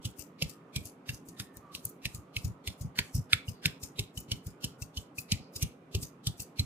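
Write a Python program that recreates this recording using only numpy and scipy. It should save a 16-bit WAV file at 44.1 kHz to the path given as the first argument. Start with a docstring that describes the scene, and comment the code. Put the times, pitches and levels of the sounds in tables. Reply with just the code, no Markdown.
"""Tugging locks of hair

Hair is twisted between two fists and tugged about three times a second, close to two microphones.
Each tug rubs strand on strand, lets go with a crisp snap and jolts the scalp with a soft thump.
Between tugs the fingers take a new grip with a thinner rustle. A small room hums quietly behind."""
import sys
import numpy as np
from scipy import signal
from scipy.fft import rfft, irfft
from scipy.io import wavfile
from scipy.ndimage import uniform_filter1d

SR = 44100
rng = np.random.default_rng(int(sys.argv[2]) if len(sys.argv) > 2 else 0)


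def digitize_waveform(pressure):
    """Quantize a signal to 16-bit integers and store it at the path in sys.argv[1].

    Rows of a 2-D input are taken as channels; values are limited to [-1, 1].
    """
    field = np.atleast_2d(pressure).T
    bounded = np.clip(field, -1, 1)
    quanta = np.round(bounded * 32767).astype(np.int16)
    wavfile.write(sys.argv[1], SR, quanta)


N = 293265
SIZE, LEAD = 8192, 2048  # samples in one short sound, and how many come before its time zero
T = (np.arange(SIZE) - LEAD) / SR
HZ = np.fft.rfftfreq(SIZE, 1 / SR)


def amp(db):
    """Turns decibels into a gain."""
    return 10 ** (np.asarray(db) / 20)


def unit_rms(x):
    """Scales a signal to an average strength (rms) of 1."""
    return x / np.sqrt(np.mean(x ** 2) + 1e-20)


def curve(points, hz):
    """Joins the points of a table along a logarithmic pitch axis."""
    f, value = np.transpose(points)
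    return np.interp(np.log(hz + 1e-6), np.log(f), value)


def colour(x, db):
    """Shapes the tone with a filter that rings after each click, never before."""
    phase = -signal.hilbert(np.log(amp(np.r_[db, db[-2:0:-1]]))).imag[:len(db)]
    return irfft(rfft(x) * amp(db) * np.exp(1j * phase))


def add(mix, s, sound):
    """Lays a sound into the mix with its time zero at s seconds."""
    start = round(s * SR) - LEAD
    sound = sound[:, max(-start, 0):]
    part = mix[:, max(start, 0):][:, :sound.shape[1]]
    part += sound[:, :part.shape[1]]


def place(x, late_ms, balance_db):
    """Makes the left side later and louder than the right; negative values do the opposite."""
    half = np.array([[.5], [-.5]])
    delay = half * late_ms / 1000
    return irfft(rfft(x) * np.exp(-2j * np.pi * HZ * delay)) * amp(half * balance_db)


def wander(count, size):
    """A smooth random curve that changes over about size steps."""
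    return unit_rms(uniform_filter1d(uniform_filter1d(rng.standard_normal(count), size), size))


def swell(rise, fall, centre=0.):
    """Grows to a peak at centre, then dies away; times in seconds."""
    return np.exp(np.minimum((T - centre) / rise, (centre - T) / fall))


def grains(tone_db, per_s, spread_db, apart):
    """Tiny slips of uneven size; apart weights those that reach only one microphone."""
    sizes = amp(spread_db * np.minimum(rng.exponential(1, (3, SIZE)), 4))
    slips = sizes * rng.choice([-1, 1], (3, SIZE)) * (rng.random((3, SIZE)) < per_s / SR)
    slips *= amp(1.8 * wander(SIZE, size=170))  # strands catch and give in clumps
    hollows_db = 3 * wander(len(HZ), size=70)  # each grip forms hollows with their own tone
    fizz = unit_rms(colour(slips, tone_db + hollows_db))
    return unit_rms(fizz[0] + apart * fizz[1:])


def burst(tone_db, fall, span, early):
    """One sudden slip amid a rush of small ones, with the energy of span seconds at rms 1."""
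    slips = rng.standard_normal(SIZE) * swell(rise=fall / 2, fall=fall, centre=fall / 2)
    click = unit_rms(colour(1. * (T == 0), tone_db))
    rush = unit_rms(colour(slips, tone_db))
    x = np.roll(click + .5 * rush, -round(early * SR))
    return x / np.linalg.norm(x) * np.sqrt(span * SR)


def low_cut(lowest_hz):
    """A tight lock gives off little sound below its lowest note: that loss in dB."""
    return -19.5 * np.clip((1.03 - HZ / lowest_hz) / 0.13, 0, 1)


# Tone of the room's hum: f/Hz, relative level/dB
HUM_TONE = [(20, -25.5), (50, -19), (100, -14), (160, 6.5), (215, -2.5), (270, 6), (315, -2.5), (400, -0.5),
            (600, -8), (900, -10.5), (1250, -10.5), (1600, -19.5), (2500, -23.5), (4500, -36),
            (9000, -41.5), (15000, -49)]
# How alike its two sides are: f/Hz, likeness (1 = the same)
HUM_LIKENESS = [(50, 0.91), (250, 1), (500, 0.83), (1200, 0.06), (4000, 0.066), (14000, .2)]
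# Which way it leans: f/Hz, left minus right/dB
HUM_LEAN = [(60, 3), (130, 0.5), (290, -1.5), (640, -3), (1410, -4.5), (3100, -3.5), (6820, -2.5),
            (15000, -1)]


def hum(level_db=-55):
    """The room's low, airy background, drifting a little in level from pitch to pitch."""
    hz = np.fft.rfftfreq(2048, 1 / SR)
    a, b, c, d, drift = rng.standard_normal((N // 512 + 5, len(hz), 5)).T
    drift = unit_rms(uniform_filter1d(uniform_filter1d(drift, size=9, axis=0), size=14, axis=1))
    likeness = np.clip(curve(HUM_LIKENESS, hz), -1, 1)[:, None]
    left = a + 1j * b
    right = likeness * left + np.sqrt(1 - likeness ** 2) * (c + 1j * d)
    bands = np.array([left, right]) * amp(curve(HUM_TONE, hz)[:, None] + 1.5 * drift)
    bands *= amp(np.outer([.5, -.5], curve(HUM_LEAN, hz)))[:, :, None]
    return amp(level_db) * unit_rms(signal.istft(bands, nperseg=2048, noverlap=1536)[1][:, :N])


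# Tone of a creaking lock: f/Hz, relative level/dB
CREAK_TONE = [(200, 11), (500, 2), (800, -6.5), (1400, -5.5), (2400, -9), (3200, -7.5), (4200, -7.5),
              (5500, -15.5), (12000, -38.5)]


def creak(snap_db, rub_db, lowest_hz):
    """The tight lock creaks: more with a harder snap, but only as far as friction allows."""
    tension = 1 / np.hypot(amp(-snap_db + 3.5), amp(-rub_db - 2.5))
    slips = grains(curve(CREAK_TONE, HZ) + low_cut(lowest_hz), per_s=2800, spread_db=1.5, apart=1)
    peak = swell(rise=.004, fall=.0068, centre=.00056)
    return tension * slips * (peak + amp(-13.5) * swell(rise=.024, fall=.04))


# Tone of hair sliding on hair: f/Hz, relative level/dB
RUB_TONE = [(200, -34.5), (1500, -26), (2600, -4), (3600, -13), (5000, 2), (7000, 2), (9500, -1.5),
            (12500, -1.5), (15000, -8.5)]


def friction(rub_db, rustle_db):
    """Strands rub hardest as the lock lets go, and a longer rustle trails off."""
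    tone_db = curve(RUB_TONE, HZ)
    width = np.where(T < .001, .0045, .008)
    release = np.exp(-((T - .001) / width) ** 2)
    build_up = amp(-10.5) * swell(rise=.015, fall=.004, centre=.0014)
    rub = amp(rub_db - 2.5) * grains(tone_db, per_s=7000, spread_db=5, apart=.8)
    rustle = amp(rustle_db + 7.5) * grains(tone_db, per_s=4000, spread_db=4.5, apart=2)
    return rub * (release + build_up) + rustle * swell(rise=.011, fall=.025, centre=.0044)


# Tone of a snap: multiple of the snap's pitch, relative level/dB
SNAP_TONE = [(.1, -1), (.3, -15.5), (.5, -7), (.65, -12.5), (.85, 3.5), (1.22, -3.5), (1.5, 0),
             (1.85, -13.5), (3.2, -33.5), (5.5, -26)]


def snap(db, hz, lowest_hz):
    """The twisted lock lets go all at once."""
    tone_db = curve(SNAP_TONE, HZ / hz) + low_cut(lowest_hz)
    return amp(db) * burst(tone_db, fall=.0012, span=.0019, early=.0003)


# Tone of a tick: f/Hz, relative level/dB
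TICK_TONE = [(300, -36), (2500, -25), (4500, -22), (6500, -5), (11000, 9.5), (15500, 2.5)]


def tick(db):
    """Single hairs give a dry, bright click."""
    return amp(db) * burst(curve(TICK_TONE, HZ), fall=.0006, span=.0018, early=.0002)


def stroke(snap_db, snap_hz, lowest_hz, tick_db, rub_db, rustle_db):
    """One pull on the hair: it snaps, ticks, creaks and rubs."""
    x = snap(snap_db, snap_hz, lowest_hz) + tick(tick_db)
    x = x + creak(snap_db, rub_db, lowest_hz) + friction(rub_db, rustle_db)
    return x * signal.windows.tukey(SIZE, .2)


def thump(db, hz):
    """The scalp is moved, springs back once and shudders to rest."""
    width = np.where(T < 0, .58, .68) / hz
    swing_hz = hz * np.where(T < 0, .96, .88)  # the swing slows as the skin relaxes
    push = np.cos(2 * np.pi * swing_hz * T) * np.exp(-(T / width) ** 2)
    flesh_db = curve([(25, -25), (70, 5), (140, 2.5), (220, -7), (400, -33), (900, -37), (3000, -71)], HZ)
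    noise = unit_rms(colour(rng.standard_normal((3, SIZE)), flesh_db))
    shudder = unit_rms(noise[0] + .8 * noise[1:]) * swell(rise=.003, fall=.018, centre=.008)
    return place(amp(db + 5.5) * (push + amp(-9.5) * shudder), late_ms=.41, balance_db=.9)


def brush(db, hz, half_length_s):
    """Hair swishes past skin; the duller the swish, the narrower its range of pitches."""
    steepness = 17 * (10000 / hz) ** 2
    band_db = np.maximum(-steepness * np.log2(HZ / hz + 1e-6) ** 2, -38)
    fizz = grains(band_db, per_s=5000, spread_db=4.5, apart=1.2)
    fade = np.exp(-(T / half_length_s) ** 2 / 2) * signal.windows.tukey(SIZE, .3)
    return place(amp(db) * fizz * fade, late_ms=-.13, balance_db=1.2)


# Tugs on a twisted lock: t/s, snap level/dB, snap f/Hz, lowest note f/Hz,
# tick level/dB, rub level/dB, thump level/dB, thump f/Hz
HAIR_TUGS = [(0.0537, -33, 3240, 2390, -58, -38.5, -30.5, 118),
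             (0.4235, -24, 3370, 2050, -40, -35, -30, 142),
             (0.7631, -28, 3500, 2290, -39.5, -36.5, -30.5, 122),
             (1.0927, -33, 2800, 1570, -57, -40, -35, 112),
             (1.4002, -36.5, 3400, 1120, -54, -36.5, -39, 137),
             (1.7507, -31.5, 2960, 2110, -62, -42, -53, 104),
             (2.0557, -24, 2890, 1740, -51, -37, -35.5, 109), (2.3668, -25, 2670, 2060, -44, -41, -35, 97),
             (2.6758, -29.5, 2900, 1940, -47, -36.5, -36.5, 88),
             (2.9898, -16.5, 2380, 1370, -57, -31.5, -32, 173),
             (3.3328, -10, 2620, 1280, -52.5, -33, -33, 110),
             (3.6581, -15.5, 2750, 1450, -39.5, -31, -28, 149.3),
             (3.9938, -25.5, 3470, 2010, -53.5, -35.5, -30.5, 111.5),
             (4.3176, -27, 3570, 2130, -52, -36.5, -32, 106),
             (4.6428, -30.5, 3430, 2630, -57, -34.5, -32, 175.6),
             (4.9725, -33, 3170, 2800, -59, -41.5, -35.5, 77),
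             (5.3219, -19.5, 3480, 1940, -41, -32.5, -25, 161.3),
             (5.6264, -31, 4360, 2160, -29, -25.5, -26, 111.7),
             (5.9505, -29.5, 3550, 2440, -56, -37.5, -26, 97.3),
             (6.2716, -32, 3500, 2940, -39, -33, -27, 117),
             (6.5955, -28.5, 3750, 2090, -59.5, -37.5, -24, 111.4)]


def tugs(hair, scalp):
    """The lock cracks and slides out of the fist; the scalp follows 0.6 of a swing after the snap."""
    for s, snap_db, snap_hz, lowest_hz, tick_db, rub_db, thump_db, thump_hz in HAIR_TUGS:
        pull = stroke(snap_db, snap_hz, lowest_hz, tick_db, rub_db, rustle_db=-55.5)
        add(hair, s, place(pull, late_ms=.094, balance_db=-1.5))
        add(hair, s + .05, brush(db=-63, hz=9200, half_length_s=.013))
        add(scalp, s + .6 / thump_hz, thump(thump_db, thump_hz))


# New grips: t/s, tick level/dB, rub level/dB, rustle level/dB, thump level/dB, left minus right/dB
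FINGER_GRIPS = [(0.1946, -42.5, -62, -55, -47, 16.5), (0.4967, -44, -48, -58, -67, 7.5),
                (0.8559, -38, -54, -53.5, -48, 3.5), (1.138, -58, -60, -56, -44, -1),
                (1.288, -43, -48.5, -61.5, -54, 2.5), (1.571, -40.5, -53.5, -71, -50.5, 7.5),
                (1.8539, -30, -69, -53.5, -43, -3.5), (2.1487, -39, -45.5, -56, -40, 0),
                (2.449, -50, -41, -57.5, -28.5, 7), (2.814, -43, -49.5, -58.5, -34, 5.5),
                (3.1526, -31, -42.5, -47.5, -25, 0), (3.487, -58, -47, -56.5, -31.5, 7.5),
                (3.834, -44.5, -39.5, -50, -43, 3), (4.1765, -57.5, -41, -53, -36.5, 5.5),
                (4.4691, -41.5, -45.5, -58.5, -34.5, 2), (4.8225, -42.5, -42, -60, -36, 6.5),
                (5.1872, -38, -39, -53.5, -45.5, 7), (5.5625, -50.5, -34.5, -52.5, -43.5, 0.5),
                (6.0303, -48, -35.5, -50.5, -39.5, 0.5), (6.4022, -49, -37, -51, -41.5, 1.5)]


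def grips(hair, scalp):
    """Fingertips brush in, close on slack hair with a thin snap and press the scalp."""
    for s, tick_db, rub_db, rustle_db, thump_db, balance_db in FINGER_GRIPS:
        add(hair, s - .018, brush(db=-63.5, hz=10430, half_length_s=.012))
        grab = stroke(snap_db=rub_db - 11, snap_hz=3820, lowest_hz=3560,
                      tick_db=tick_db, rub_db=rub_db, rustle_db=rustle_db)
        add(hair, s, place(grab, late_ms=-.13, balance_db=balance_db))
        add(scalp, s + .002, thump(thump_db, hz=106))


# Faint, distant whistles: start t/s, end t/s, first f/Hz, last f/Hz, level/dB
FAR_WHISTLES = [(0.298, 0.845, 1265, 1167, -69.5), (0.252, 0.77, 1800, 1766, -76.5),
                (1.268, 1.668, 1834, 1785, -69), (1.579, 1.81, 1209, 1100, -59),
                (2.054, 2.497, 1214, 1199, -67.5), (4.353, 5.012, 1450, 1427, -72.5)]


def whistles(width_hz=48):
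    """Thin bands of noise, a little to the right, that sink slowly in pitch."""
    out = np.zeros((2, N))
    smoothing = np.exp(-np.pi * width_hz / SR)
    for start, end, first_hz, last_hz, db in FAR_WHISTLES:
        count = round((end - start) * SR)
        flutter = signal.lfilter([1], [1, -smoothing], rng.standard_normal((2, SR)))[:, :count]
        phase = 2 * np.pi * np.cumsum(np.linspace(first_hz, last_hz, count)) / SR
        tone = unit_rms(flutter[0] * np.cos(phase) + flutter[1] * np.sin(phase))
        tone *= amp(db) * signal.windows.tukey(count, .7)
        add(out, start + LEAD / SR, tone * amp([[-3], [2]]))
    return out


# Brief ringing notes: t/s, level/dB, f/Hz
RINGING_NOTES = [(0.4183, -37.5, 515), (0.4223, -30, 2680), (1.091, -27, 2750), (1.0925, -41, 1670),
                 (2.3666, -28, 2560), (2.9875, -37.5, 963), (2.9882, -40.5, 400), (3.3319, -16, 3494),
                 (3.481, -35, 2890), (3.9886, -39.5, 392), (4.1745, -32, 2980), (4.3166, -23.5, 3024),
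                 (4.6433, -31.5, 3000), (4.8236, -39, 2670), (4.974, -30.5, 3030), (5.1835, -28.5, 2535),
                 (5.947, -35, 387), (6.27, -25, 3510), (6.398, -42, 2690), (6.594, -20.5, 4110)]


def rings(hair):
    """The tightest strands ring, and so does the hollow of the fist (the lower, longer notes)."""
    t = np.maximum(T, 0)
    for s, db, hz in RINGING_NOTES:
        fall_s = .0047 * (2800 / hz) ** .23
        fade = (1 - np.exp(-t / .0013)) * np.exp(-t / fall_s)
        note = amp(db + 4.5) * np.sin(2 * np.pi * hz * t) * fade
        add(hair, s, place(note, late_ms=.11, balance_db=-1))


# Second thumps: t/s, level/dB, f/Hz
AFTER_THUMPS = [(0.453, -37.5, 121), (0.8065, -44, 115), (2.1873, -44.5, 99), (2.4752, -33, 117),
                (2.5027, -40, 146), (2.8517, -32.5, 157), (3.187, -27.5, 136), (4.29, -46.5, 175),
                (5.402, -45.5, 243), (5.9773, -39, 117)]


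def after_thumps(scalp):
    """A second soft, low thump, mostly just after a tug or grip."""
    for s, db, hz in AFTER_THUMPS:
        add(scalp, s, thump(db, hz))


# Stray hairs: t/s, level/dB, centre f/Hz, half length/s
STRAY_HAIRS = [(1.854, -29.5, 11900, 0.0019), (1.898, -47.5, 12300, 0.006), (2.158, -46, 7400, 0.0026),
               (3.068, -61.5, 8510, .04), (3.566, -70, 4210, 0.049), (4.205, -43, 12900, 0.0037),
               (5.208, -44.5, 13500, .008), (5.319, -26.5, 6160, .0012), (5.435, -64.5, 4740, 0.041),
               (6.017, -44.5, 8900, .0043), (6.424, -41, 10260, 0.0064)]


def flicks(hair):
    """Stray hairs flick or brush past a fingertip."""
    for s, db, hz, half_length_s in STRAY_HAIRS:
        add(hair, s, brush(db, hz, half_length_s))


# How long the echo takes to fade by 60 dB: f/Hz, t/s
ECHO_FADE = [(100, 0.083), (400, 0.41), (1500, 0.26), (3000, 0.34), (6000, 0.25), (14000, 0.3)]
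# Tone of the echo: f/Hz, relative level/dB
ECHO_TONE = [(80, -5), (400, 7.5), (1300, 6), (2600, -2), (4200, -5.5), (7000, 1.5), (14000, -7)]


def room_echo(x, bounces=1500, gap_samples=20, first_s=.0036):
    """Sound bounces off near walls, each pitch dying away at its own speed."""
    arrivals = np.arange(bounces) * gap_samples + rng.integers(0, gap_samples, (2, bounces))
    echoes = np.zeros((2, SR))
    np.put_along_axis(echoes, arrivals + round(first_s * SR), rng.choice([-1., 1.], arrivals.shape), 1)
    hz, t, bands = signal.stft(echoes, SR, nperseg=256)
    fade = amp(-60 * t / curve(ECHO_FADE, hz)[:, None])
    tail = signal.istft(bands * fade * amp(curve(ECHO_TONE, hz))[:, None], SR)[1]
    return signal.fftconvolve(x, tail / np.linalg.norm(tail[0]), axes=1)[:, :N]


def scene():
    """Hair and scalp close by, with the room behind them."""
    hair, scalp = np.zeros((2, 2, N))
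    tugs(hair, scalp)
    grips(hair, scalp)
    rings(hair)
    flicks(hair)
    after_thumps(scalp)
    echo = room_echo(amp(-18.5) * hair + amp(-27.5) * scalp)
    return hair + scalp + echo + hum() + whistles()


def record(dry, low_hz=36, high_hz=15500):
    """Filters drop the deepest rumble and the highest treble."""
    rumble_cut = signal.butter(2, low_hz, "high", fs=SR, output="sos")
    treble_cut = signal.firwin(255, high_hz, window=("kaiser", 8), fs=SR)
    return signal.oaconvolve(signal.sosfiltfilt(rumble_cut, dry), treble_cut[None], "same")


dry = scene()
out = record(dry)
digitize_waveform(out)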